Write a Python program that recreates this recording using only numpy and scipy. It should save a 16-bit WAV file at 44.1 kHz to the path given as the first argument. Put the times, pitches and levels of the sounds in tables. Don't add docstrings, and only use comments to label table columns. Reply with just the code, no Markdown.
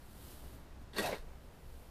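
import sys
import numpy as np
from scipy import signal
from scipy.fft import rfft, irfft, next_fast_len
from scipy.io import wavfile
from scipy.ndimage import map_coordinates

SR = 44100
rng = np.random.default_rng(int(sys.argv[2]) if len(sys.argv) > 2 else 0)


def store_wav(level_fs):
    pcm = np.round(np.clip(np.atleast_2d(level_fs), -1, 1) * 32767)
    wavfile.write(sys.argv[1], SR, pcm.T.astype(np.int16))


N = 83790
TIME_S = np.arange(N) / SR

# start_s, level_db, decay_s (to fall by 20 dB)
CONTACTS = [(0.9333, -50, 0.014), (.983, -28, 0.036), (1.0305, -58, 0.018), (1.1329, -53.5, .01)]
# frequency_hz, gain_db
HISS_SPECTRUM = [(1000, -39), (4000, 0.5), (5500, 4.5), (7000, -1), (8400, 1.5), (10000, 0), (12700, 3),
                 (15000, -10)]


def amp(db):
    return 10 ** (np.asarray(db) / 20)


def unit(x):
    return x / np.sqrt(np.mean(x ** 2) + 1e-20)


def curves(rows):
    times_s, *columns = np.transpose(rows)
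    return [np.interp(TIME_S, times_s, column) for column in columns]


def wobble(rate_hz):
    knots = rng.standard_normal(int(N * rate_hz / SR) + 4)
    return map_coordinates(knots, [TIME_S * rate_hz])


def swells(rows):
    return sum(amp(db) * np.exp(-.5 * ((TIME_S - peak_s) / width_s) ** 2) for peak_s, width_s, db in rows)


def filtered(x, response):
    size = next_fast_len(N + SR // 2)
    gain = response(np.fft.rfftfreq(size, 1 / SR))
    return irfft(rfft(x, size) * gain / np.sqrt(np.mean(np.abs(gain) ** 2)), size)[:N]


def colour(x, spectrum):
    frequency_hz, gain_db = np.transpose(spectrum)
    return filtered(x, lambda hz: amp(np.interp(np.log(hz + 1), np.log(frequency_hz), gain_db)))


def noise(spectrum):
    return unit(colour(rng.standard_normal(N), spectrum))


def grains(per_s, spread_db):
    size = amp(spread_db * np.clip(rng.standard_normal(N), -2, 2))
    polarity = np.sign(rng.standard_normal(N))
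    return unit(size * polarity * (rng.random(N) < per_s / SR))


def narrowband(centre_hz, width_hz):
    lowpass = signal.butter(2, width_hz / 2, fs=SR, output="sos")
    in_phase, quadrature = signal.sosfilt(lowpass, rng.standard_normal((2, N)))
    phase = 2 * np.pi * np.cumsum(np.broadcast_to(centre_hz, N)) / SR
    return unit(in_phase * np.cos(phase) + quadrature * np.sin(phase))


def outdoor_rush(level_db=-56):
    # frequency_hz, gain_db
    spectrum = [(20, 5), (70, 3), (150, -1.5), (250, -6.5), (450, -12), (700, -12), (1400, -17.5),
                (2200, -23), (4000, -27.5), (7000, -33), (13000, -44), (16000, -53)]
    return amp(level_db + 0.2 * wobble(7.1)) * noise(spectrum)


def distant_hum(pitch_hz=64.4, level_db=-58.5, waver_rad=0.27, flutter_db=4.4):
    phase = 2 * np.pi * pitch_hz * TIME_S + waver_rad * wobble(6.9)
    return amp(level_db) * unit(np.sin(phase) * amp(flutter_db * wobble(9.17)))


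def wind():
    # time_s, level_db
    gusts = [(0, -57.5), (.13, -63), (.29, -51.5), (.38, -50), (.47, -48.5), (.6, -61), (.8, -54.5),
             (1.12, -54.5), (1.18, -48), (1.34, -50), (1.52, -65), (1.66, -57.5), (1.9, -57)]
    # frequency_hz, gain_db
    spectrum = [(8, -9), (17, 5.5), (38, -1.5), (60, -5), (120, -21), (400, -49)]
    level_db, = curves(gusts)
    return amp(level_db) * noise(spectrum)


def falling_meal():
    # time_s, level_db
    fall = [(0, -69.5), (.1, -66.5), (.2, -62), (.31, -57.5), (.41, -63), (.53, -65.5), (.68, -77.5),
            (.9, -87)]
    # time_s, level_db
    trickle = [(1.2, -89), (1.37, -75.5), (1.5, -73.5), (1.65, -71.5), (1.76, -68), (1.9, -70)]
    # frequency_hz, gain_db
    swish_spectrum = [(300, -8), (1500, -12), (2300, -11), (2900, 0), (4700, -0.5), (6000, -6), (8000, -2),
                      (11500, 1.5), (13500, 1), (15500, -7)]
    # peak_s, width_s, level_db
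    patters = [(.4, 0.19, -60), (1.33, 0.11, -63.5)]
    # frequency_hz, gain_db
    patter_spectrum = [(50, -16), (130, -2.5), (300, -1), (500, -7), (850, -10), (2000, -18.5),
                       (5000, -33.5)]
    # peak_s, width_s, level_db
    clumps = [(.548, 0.021, -53), (0.824, 0.013, -57.5), (1.119, 0.01, -46.5)]
    # frequency_hz, gain_db
    clump_spectrum = [(60, -15), (120, -1), (170, -1.5), (270, -4.5), (400, -16.5), (1500, -36.5)]
    (fall_db,), (trickle_db,) = curves(fall), curves(trickle)
    flow = amp(np.where(TIME_S < trickle[0][0], fall_db, trickle_db))
    swish = flow * colour(grains(per_s=16000, spread_db=5), swish_spectrum)
    patter = swells(patters) * colour(grains(per_s=1100, spread_db=3), patter_spectrum)
    return swish + patter + swells(clumps) * noise(clump_spectrum)


def blade(force):
    # pitch_hz, bandwidth_hz, gain_db
    modes = [(206.5, 20, 7.5), (317.3, 17.6, 7), (404, 17, 8.5), (459, 33, 2), (649, 20, 2),
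             (1130, 48, 0.5), (1603, 15, 4.5), (1899, 30, 11), (2660, 170, -9), (3480, 60, 2),
             (3760, 100, -4.5), (4350, 66, 0.5), (4590, 55, -10), (8260, 120, -7)]

    def response(hz):
        return sum((-1) ** k * amp(db) * 1j * hz * width / (pitch ** 2 - hz ** 2 + 1j * hz * width)
                   for k, (pitch, width, db) in enumerate(modes))
    return filtered(force, response)


def scrape(ring_db=-2.5, smother_db_per_s=31, grit_db=-2, judder_db=1.7):
    # time_s, grind_db, hiss_db
    stroke = [(.93, -75, -81), (.945, -53.5, -64), (.96, -49, -62), (.973, -43.5, -52), (.987, -38.5, -48),
              (1.002, -45.5, -48), (1.018, -43.5, -50), (1.036, -42, -51), (1.065, -43, -48.5),
              (1.08, -45.5, -48), (1.098, -46, -53.5), (1.132, -45, -58.5), (1.16, -50.5, -63),
              (1.19, -57, -67), (1.26, -80, -88)]
    # frequency_hz, gain_db
    grit_spectrum = [(60, -43), (150, -5), (500, -2), (1000, -9), (1300, -5), (1600, -0.5), (2100, -8),
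                     (2300, -14.5), (2850, -7.5), (3100, -12.5), (4200, -6.5), (5200, -17), (7000, -24),
                     (15000, -33)]
    grind_db, hiss_db = curves(stroke)
    bite_s = CONTACTS[1][0]
    sunk_s = np.maximum(TIME_S - bite_s, 0)
    judder = amp(judder_db * wobble(160))
    force = amp(grind_db) * judder * grains(per_s=4500, spread_db=3)
    ring = blade(force * amp(ring_db - smother_db_per_s * sunk_s))
    grit = amp(grit_db) * colour(force, grit_spectrum)
    hiss = amp(hiss_db) * judder * colour(grains(per_s=20000, spread_db=2), HISS_SPECTRUM)
    return ring + grit + hiss


def scoop(width_hz=230, body_db=-3):
    # time_s, level_db, centre_hz
    note = [(.93, -70, 330), (.97, -45.5, 345), (.99, -43.5, 397.3), (1.012, -45, 566.8), (1.034, -39, 662),
            (1.058, -37.5, 701), (1.076, -40.5, 749), (1.095, -39, 708.5), (1.122, -45, 503.5),
            (1.135, -39, 471.7), (1.165, -51.5, 478.3), (1.21, -67, 450)]
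    # frequency_hz, gain_db
    body_spectrum = [(60, -17), (140, -3.5), (300, -6.5), (550, 0.5), (950, 2), (1300, -14), (2500, -10.5),
                     (8000, -34)]
    level_db, centre_hz = curves(note)
    return amp(level_db) * unit(narrowband(centre_hz, width_hz) + amp(body_db) * noise(body_spectrum))


def knocks(blow_db=20, crunch_db=-3, crack_db=-16.5):
    envelope, blows = np.zeros((2, N))
    for start_s, level_db, decay_s in CONTACTS:
        envelope += (TIME_S >= start_s) * amp(level_db - 20 * np.abs(TIME_S - start_s) / decay_s)
        blows[round(start_s * SR)] = amp(level_db + blow_db)
    crunch = envelope * grains(per_s=18000, spread_db=1.5)
    crack = amp(crack_db) * colour(crunch, HISS_SPECTRUM)
    return blade(blows + amp(crunch_db) * crunch) + crack


def skids():
    # peak_s, width_s, pitch_hz, bandwidth_hz, level_db
    stones = [(0.938, 0.0022, 3550, 800, -55), (0.972, 0.0055, 4400, 500, -47),
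              (1.049, 0.017, 2605, 160, -49.5), (1.079, 0.0075, 3880, 161, -49),
              (1.133, 0.0076, 2130, 300, -45)]
    return sum(swells([(peak_s, width_s, level_db)]) * narrowband(pitch_hz, bandwidth_hz)
               for peak_s, width_s, pitch_hz, bandwidth_hz, level_db in stones)


def scene():
    background = outdoor_rush() + distant_hum() + wind()
    return (background + falling_meal() + scrape() + scoop() + knocks() + skids())[None]


def record(dry, cutoff_hz=15300):
    size = next_fast_len(N + SR // 2)
    passband = np.fft.rfftfreq(size, 1 / SR) < cutoff_hz
    return irfft(rfft(dry, size) * passband, size)[:, :N]


dry = scene()
out = record(dry)
store_wav(out)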